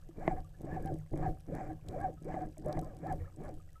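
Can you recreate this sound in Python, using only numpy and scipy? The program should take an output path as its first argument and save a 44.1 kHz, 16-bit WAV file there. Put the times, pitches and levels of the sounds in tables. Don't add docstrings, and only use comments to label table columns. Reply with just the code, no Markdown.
import sys
import numpy as np
from scipy import signal
from scipy.fft import rfft, irfft
from scipy.io import wavfile

SR = 44100
rng = np.random.default_rng(int(sys.argv[2]) if len(sys.argv) > 2 else 0)


def store_pcm(level_fs):
    pcm = np.round(np.clip(level_fs, -1, 1) * 32767).astype(np.int16)
    wavfile.write(sys.argv[1], SR, np.atleast_2d(pcm).T)


N = 167580

# (start [s], end [s], rise [s], churn level [dB], deep swirl level [dB], wash level [dB])
STROKE_TABLE = [(0.165, 0.389, 0.0058, -42, -47.5, -57), (0.603, 0.955, 0.0096, -40, -45, -65),
                (1.118, 1.317, 0.0023, -35, -43, -61.5), (1.481, 1.731, 0.0071, -38.5, -48.5, -58),
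                (1.872, 2.119, 0.013, -39.5, -46.5, -62), (2.214, 2.497, 0.0038, -41.5, -48, -62),
                (2.58, 2.638, 0.0026, -43.5, -71, -80), (2.648, 2.833, .0024, -37.5, -46, -61.5),
                (2.826, 2.97, 0.019, -45.5, -55, -67), (3.014, 3.178, 0.01, -41.5, -46, -57),
                (3.157, 3.346, 0.0076, -60.5, -56.5, -65.5), (3.367, 3.564, 0.0036, -44.5, -57, -62.5)]
# (time of top speed [s], rise [s], fall [s], top pitch [Hz], rush level [dB], vortex tone level [dB])
SURGE_TABLE = [(0.271, 0.07, 0.085, 1020, -39.5, -33.5), (.385, 0.043, 0.034, 790, -45.5, -46),
               (.745, 0.097, 0.062, 920, -40.5, -39.5), (0.874, 0.084, 0.078, 790, -48.5, -44),
               (1.191, 0.05, 0.052, 680, -47, -50), (1.245, 0.053, 0.066, 830, -37, -38),
               (1.577, 0.055, 0.075, 929.7, -40.5, -36), (1.695, 0.077, 0.07, 770, -47.5, -46.5),
               (1.935, 0.038, 0.061, 750, -48, -42), (2.035, 0.1, 0.079, 800, -40.5, -33.5),
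               (2.333, 0.055, 0.064, 1015, -38.5, -33.5), (2.425, 0.094, 0.053, 680, -43.5, -65),
               (2.699, 0.058, 0.052, 680, -40, -38), (2.764, 0.055, 0.06, 898, -44, -43.5),
               (2.88, 0.084, .12, 620, -54, -45), (3.09, 0.065, 0.065, 880, -40.5, -36),
               (3.465, 0.065, 0.064, 630, -44, -45.5)]


def from_db(db):
    return 10 ** (np.asarray(db) / 20)


def rms_one(x):
    return x / np.sqrt(np.mean(x ** 2) + 1e-20)


def drift(rate):
    step = 40
    r = np.exp(-2 * np.pi * rate * step / SR)
    raw = rng.standard_normal(N // step + 2002)
    slow = signal.lfilter([1], [1, -2 * r, r * r], raw)[2000:]
    return np.interp(np.arange(N) / step, np.arange(len(slow)), rms_one(slow))


def colour(x, spectrum):
    hz, db = np.transpose(spectrum)
    bins = np.arange(N // 2 + 1) * SR / N + 1e-3
    gain = from_db(np.interp(np.log(bins), np.log(hz), db)) * (bins > 12)
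    return irfft(rfft(x) * gain, N)


def noise(spectrum):
    return rms_one(colour(rng.standard_normal(N), spectrum))


def grains(per_s, spread_db):
    size_db = spread_db * np.minimum(rng.exponential(1, N), 3)
    sizes = from_db(size_db) * rng.choice([-1, 1], N)
    return sizes * (rng.random(N) < per_s / SR)


def fizz(spectrum):
    return rms_one(colour(grains(per_s=900, spread_db=4.5), spectrum))


def ring(clicks, hz, t60):
    r = np.exp(-np.log(1000) / (t60 * SR))
    w = 2 * np.pi * hz / SR
    return signal.lfilter([0, np.sin(w)], [1, -2 * r * np.cos(w), r * r], clicks + 1e-18)


def swell(t, start, end, rise_s, fall_s):
    attack = (1 + np.tanh((t - start) / rise_s / 2)) / 2
    release = (1 - np.tanh((t - end) / fall_s / 2)) / 2
    return attack * release


def speed_of(age, rise_s, fall_s):
    return 1 / (1 + (age / np.where(age < 0, rise_s, fall_s)) ** 2)


def stirring(t):
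    lead_s, stall_s = .015, .01
    drive = sum(swell(t, start, end - lead_s, rise_s, stall_s) for start, end, rise_s, *_ in STROKE_TABLE)
    return np.minimum(1, drive)


def housing(x):
    # (pitch [Hz], width [Hz], boost [dB])
    resonances = [(87.8, 13.6, 10), (155.4, 6.4, 12), (313.7, 25.5, 11), (568, 78, 4.5), (743, 32.2, 12),
                  (1670, 130, 9), (2114, 930, -5.5)]
    for hz, width_hz, boost_db in resonances:
        r = np.exp(-np.pi * width_hz / SR)
        top = np.array([1, 0, -1]) * (1 - r * r) / 2
        bottom = [1, -2 * r * np.cos(2 * np.pi * hz / SR), r * r]
        x = x + (from_db(boost_db) - 1) * signal.lfilter(top, bottom, x)
    return x


def sea():
    # (frequency [Hz], relative level [dB])
    sea_spectrum = [(30, 15), (150, 2), (300, -3), (750, -24), (1250, -13.5), (1800, -14.5), (2800, -12),
                    (4200, -22), (5000, -19.5), (6800, -20), (8000, -16.5), (8900, -22), (9900, -23),
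                    (11000, -23), (13300, -17.5), (15000, -41)]
    return from_db(-69.5) * noise(sea_spectrum)


def whine():
    hz = 13135 + 10 * drift(11.0)
    return from_db(-92) * np.sin(2 * np.pi * np.cumsum(hz) / SR)


def ticks(size=300):
    # (time [s], level before trims [dB], brightness [dB per octave])
    near_snaps = [(.404, -59, -4), (0.617, -53, 11), (.8245, -55, 14), (.8589, -49, 9),
                  (0.8748, -66, -20.5), (0.9408, -52.5, -2.5), (0.987, -56, 9), (1.175, -52, -3),
                  (1.5514, -50.5, 6), (1.8862, -42, -2), (2.0036, -54.5, 5), (2.014, -54, 7),
                  (2.2455, -56.5, 6), (2.4617, -63, 7), (2.581, -49, 5), (2.66, -53, 7), (2.6843, -52, 6),
                  (2.7272, -43, -6), (2.792, -43, -2.5), (2.814, -52, 12), (2.835, -57, 3), (2.846, -53, 0),
                  (2.968, -53, -2.5), (3.0697, -52.5, 1), (3.1254, -49, 2), (3.491, -57, 1),
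                  (3.5414, -63, 6)]
    # (pitch [Hz], level [dB], time to drop 60 dB [s])
    snap_modes = [(3160, -15, 0.01), (3970, -7, 0.0034), (4840, -11, 0.01), (5650, -14, 0.015),
                  (6540, -5.5, 0.0045), (8040, -5.5, 0.0067), (9940, -2, 0.0023), (12100, -7.5, 0.0015),
                  (13400, -35, .003)]
    trim_db, colour_db = -1.5, 2
    scatter_s, scatter_db = .0014, -1
    far_colour_db = 5.5

    far = from_db(-76) * grains(per_s=200, spread_db=4)
    fade = np.exp(-np.arange(size) / SR / scatter_s)
    scatter_shape = from_db(scatter_db) * fade / np.linalg.norm(fade)
    out = np.zeros(N)
    for hz, mode_db, t60 in snap_modes:
        clicks = far * from_db(far_colour_db * rng.standard_normal(N)) * rng.choice([-1, 1], N)
        for time_s, level_db, brightness in near_snaps:
            snap = scatter_shape * rng.standard_normal(size)
            snap[0] += rng.choice([-1, 1])
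            tilt_db = brightness * np.log2(hz / 7000)
            gain = from_db(level_db + trim_db + tilt_db + colour_db * rng.standard_normal())
            start = int(time_s * SR)
            clicks[start:start + size] += snap * gain
        out += from_db(mode_db) * ring(clicks, hz, t60)
    return out


def water(t):
    # (frequency [Hz], relative level [dB])
    churn_spectrum = [(30, 18), (70, -18.5), (130, 9.5), (220, 2), (400, 0), (600, -5.5), (800, -17.5),
                      (1100, -61), (2000, -74)]
    # (frequency [Hz], relative level [dB])
    swirl_spectrum = [(15, 6.5), (26, -3), (45, -6.5), (60, -4), (76, -11), (110, -9.5), (170, -14),
                      (230, -48), (500, -27.5), (1500, -59)]
    churn_trim_db, churn_fall_s = -7, 0.018
    swirl_lag_s, swirl_edge_s = 0.032, .03
    churn, swirl = np.zeros(N), np.zeros(N)
    for start, end, rise_s, churn_db, swirl_db, _ in STROKE_TABLE:
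        churn += from_db(churn_db + churn_trim_db) * swell(t, start, end, rise_s, churn_fall_s)
        swirl += from_db(swirl_db) * swell(t - swirl_lag_s, start, end, swirl_edge_s, swirl_edge_s)

    lumps = rms_one(colour(grains(per_s=460, spread_db=5), churn_spectrum))
    gurgle = lumps + from_db(-5.5) * noise(churn_spectrum)
    gurgling = gurgle * churn * from_db(3 * drift(31))

    settle_at_s, settle_s, settle_db = 3.56, .04, -7
    settled = np.clip((t - settle_at_s) / settle_s, 0, 1)
    floor = from_db(-55.5 + settle_db * settled)
    swirling = noise(swirl_spectrum) * np.hypot(swirl, floor) * from_db(4.5 * drift(8.7))
    return gurgling + swirling


def tiny_bubbles(count=16):
    ring_cycles = 30
    born = from_db(-69) * grains(per_s=45, spread_db=2.5)
    dealt = rng.integers(0, count, N)
    out = np.zeros(N)
    for k, hz in enumerate(np.geomspace(850, 2450, count)):
        out += ring(born * (dealt == k), hz, ring_cycles / hz)
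    return out


def knocks():
    # (time [s], click level [dB], hardness as cut-off [Hz])
    contacts = [(0.09, -46, 245), (0.2777, -18, 3480), (0.9577, -50, 905), (1.137, -30, 352),
                (2.341, -27, 496), (2.571, -51, 900), (2.648, -51, 2020), (2.772, -29, 790),
                (3.131, -33, 450)]
    # (pitch [Hz], level [dB], time to drop 60 dB [s])
    case_modes = [(29.1, -19, 0.79), (168.5, -10.5, 0.16), (340, -5, 0.065), (648, 0.5, 0.032),
                  (823, 1.5, 0.01), (1088, -10, 0.023), (2017, -8.5, 0.017), (3960, -42, 0.018)]
    clicks = np.zeros(N)
    for time_s, level_db, hard_hz in contacts:
        r = np.exp(-2 * np.pi * hard_hz / SR)
        click = from_db(level_db) * (np.arange(N) == int(time_s * SR))
        clicks += signal.lfilter([1 - r], [1, -r], click + 1e-18)
    out = np.zeros(N)
    for k, (hz, mode_db, t60) in enumerate(case_modes):
        out += (-1) ** k * from_db(mode_db) * ring(clicks, hz, t60)
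    return out


def bubbles(t):
    # (start
    # [s], starting pitch [Hz], level [dB], attack [s], decay [s])
    single_bubbles = [(0.091, 328.7, -45, 0.00093, .014), (0.448, 1175, -57.5, 0.002, 0.01),
                      (.546, 1716, -62, 0.0017, 0.0084), (0.714, 1706, -45.5, 0.0039, 0.02),
                      (.908, 330, -36.5, 0.0091, 0.018), (.958, 570, -51.5, .001, .012),
                      (1.145, 318, -33, .002, 0.0097), (1.247, 1640, -51, 0.0018, .014),
                      (1.287, 736, -43, .004, 0.036), (1.531, 153.8, -33, .005, 0.024),
                      (2.174, 1270, -63, 0.0022, 0.024), (2.574, 600, -49, 0.0013, 0.016),
                      (2.668, 597.7, -28, 0.0035, 0.018), (2.824, 1270, -53.5, .002, 0.011),
                      (2.831, 1035, -53, .003, 0.023), (3.079, 1310, -50, 0.0036, .013),
                      (3.202, 480, -48, 0.0058, 0.026), (3.206, 1864, -60, 0.00064, 0.013),
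                      (3.246, 1330, -53.5, .002, 0.0056), (3.256, 1740, -55.5, 0.00053, 0.0069),
                      (3.267, 550, -52, 0.0045, 0.016), (3.278, 1237, -53.5, 0.00064, 0.0078),
                      (3.599, 1246, -58.5, 0.00058, 0.0095), (3.691, 1960, -61, .001, 0.0046),
                      (3.759, 1300, -51.5, 0.0049, 0.013)]
    rise_per_s = 0.39
    wobble = 1 + .014 * drift(102)
    out = np.zeros(N)
    for start, hz, level_db, attack_s, decay_s in single_bubbles:
        age = np.maximum(t - start, 0)
        phase = 2 * np.pi * np.cumsum(hz * wobble * (1 + rise_per_s * age)) / SR
        attack = (1 + np.tanh((t - start) / attack_s)) / 2
        out += from_db(level_db) * np.sin(phase) * attack * np.exp(-age / decay_s)
    return out


def rush(t, count=13):
    # (frequency [Hz], relative level [dB])
    rush_spectrum = [(200, 8.5), (450, -1.5), (800, 0), (950, -8), (1150, -8), (1380, -20.5), (1700, -12),
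                     (2200, -12), (2500, -20), (2850, -28), (4200, -32), (7800, -32), (9000, -50),
                     (14000, -45)]
    trim_db, db_per_octave = -4, 13.5
    eddies, power = np.zeros(N), np.zeros(N)
    wander = np.array([1 + 0.013 * drift(61.7) for _ in range(count)])
    flicker = np.array([rms_one(from_db(5 * drift(20))) for _ in range(count)])
    for top_s, rise_s, fall_s, top_hz, rush_db, _ in SURGE_TABLE:
        near = np.abs(t - top_s) < .3
        speed = speed_of(t[near] - top_s, rise_s, fall_s)
        gain = from_db(rush_db + trim_db + db_per_octave * np.log2(speed))
        ratios = np.linspace(.45, 3.1, count) + rng.normal(0, .05, count)
        hz = top_hz * ratios[:, None] * speed * wander[:, near]
        phase = 2 * np.pi * np.cumsum(hz, axis=1) / SR
        crowd = (flicker[:, near] * np.sin(phase)).sum(axis=0)
        eddies[near] += gain * crowd * from_db(-10)
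        power[near] += gain ** 2
    fine = from_db(-6) * np.sqrt(power) * fizz(rush_spectrum)
    return colour(eddies, rush_spectrum) + fine


def vortices(t):
    trim_db, fade_s = -10, .05
    lock_hz, lock_width_hz, lock_db = 777, 48, 8
    slowing_db = 8
    glide_db, glide_below_hz, glide_edge_hz = 5, 660, 150
    overtone_ratio = 2.05
    wander = 1 + .018 * drift(57.4)
    flicker_db = 1.5 * drift(33) + 1.8 * drift(55)
    overtone = from_db(-15.5 + 3 * drift(86))
    fitful = stirring(t) * rms_one(from_db(4.5 * drift(26)))

    out = np.zeros(N)
    for top_s, rise_s, fall_s, top_hz, _, tone_db in SURGE_TABLE:
        age = t - top_s
        hz = top_hz * speed_of(age, rise_s, fall_s)
        phase = 2 * np.pi * np.cumsum(hz * wander) / SR
        detune = (hz - lock_hz) / lock_width_hz
        flare = from_db(slowing_db * (np.tanh(age / 0.015) - 1) + lock_db)
        lock = np.exp(-detune ** 2 / 2) * flare
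        low_pitch = (1 - np.tanh((hz - glide_below_hz) / glide_edge_hz)) / 2
        glide = fitful * from_db(glide_db) * low_pitch
        gain = from_db(tone_db + trim_db + flicker_db) * np.exp(-(age / fade_s) ** 2 / 2)
        main_tone = (lock + glide) * np.sin(phase)
        upper_tone = overtone * (hz / top_hz) ** 4 * np.sin(overtone_ratio * phase)
        out += gain * (main_tone + upper_tone)
    return out


def wash(t):
    # (frequency [Hz], relative level [dB])
    wash_spectrum = [(500, -21), (800, 6.5), (1150, 4), (1400, -0.5), (1750, -2.5), (2350, 6),
                     (2600, -17.5), (2900, -21.5), (4200, -28), (7800, -16), (9000, -27), (14000, -46)]
    delay_s, lead_s, rise_slower, fall_s = 0.041, 0.057, 3.6, 0.017
    level = np.zeros(N)
    for start, end, rise_s, _, _, wash_db in STROKE_TABLE:
        shape = swell(t, start + delay_s, end - lead_s, rise_slower * rise_s, fall_s)
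        level += from_db(wash_db) * shape
    return fizz(wash_spectrum) * level


def scene():
    t = np.arange(N) / SR
    flow = housing(sea() + water(t) + rush(t) + vortices(t) + wash(t))
    side_noise = from_db(-40.5) * housing(water(t) + rush(t)) * np.array([[1], [-1]])
    hiss = from_db(-88) * rng.standard_normal((2, N))
    details = whine() + ticks() + tiny_bubbles() + knocks() + bubbles(t)
    return flow + side_noise + details + hiss


def record(dry):
    steep_cut = signal.ellip(12, .2, 70, 15400, fs=SR, output="sos")
    return signal.sosfilt(steep_cut, dry)


dry = scene()
out = record(dry)
store_pcm(out)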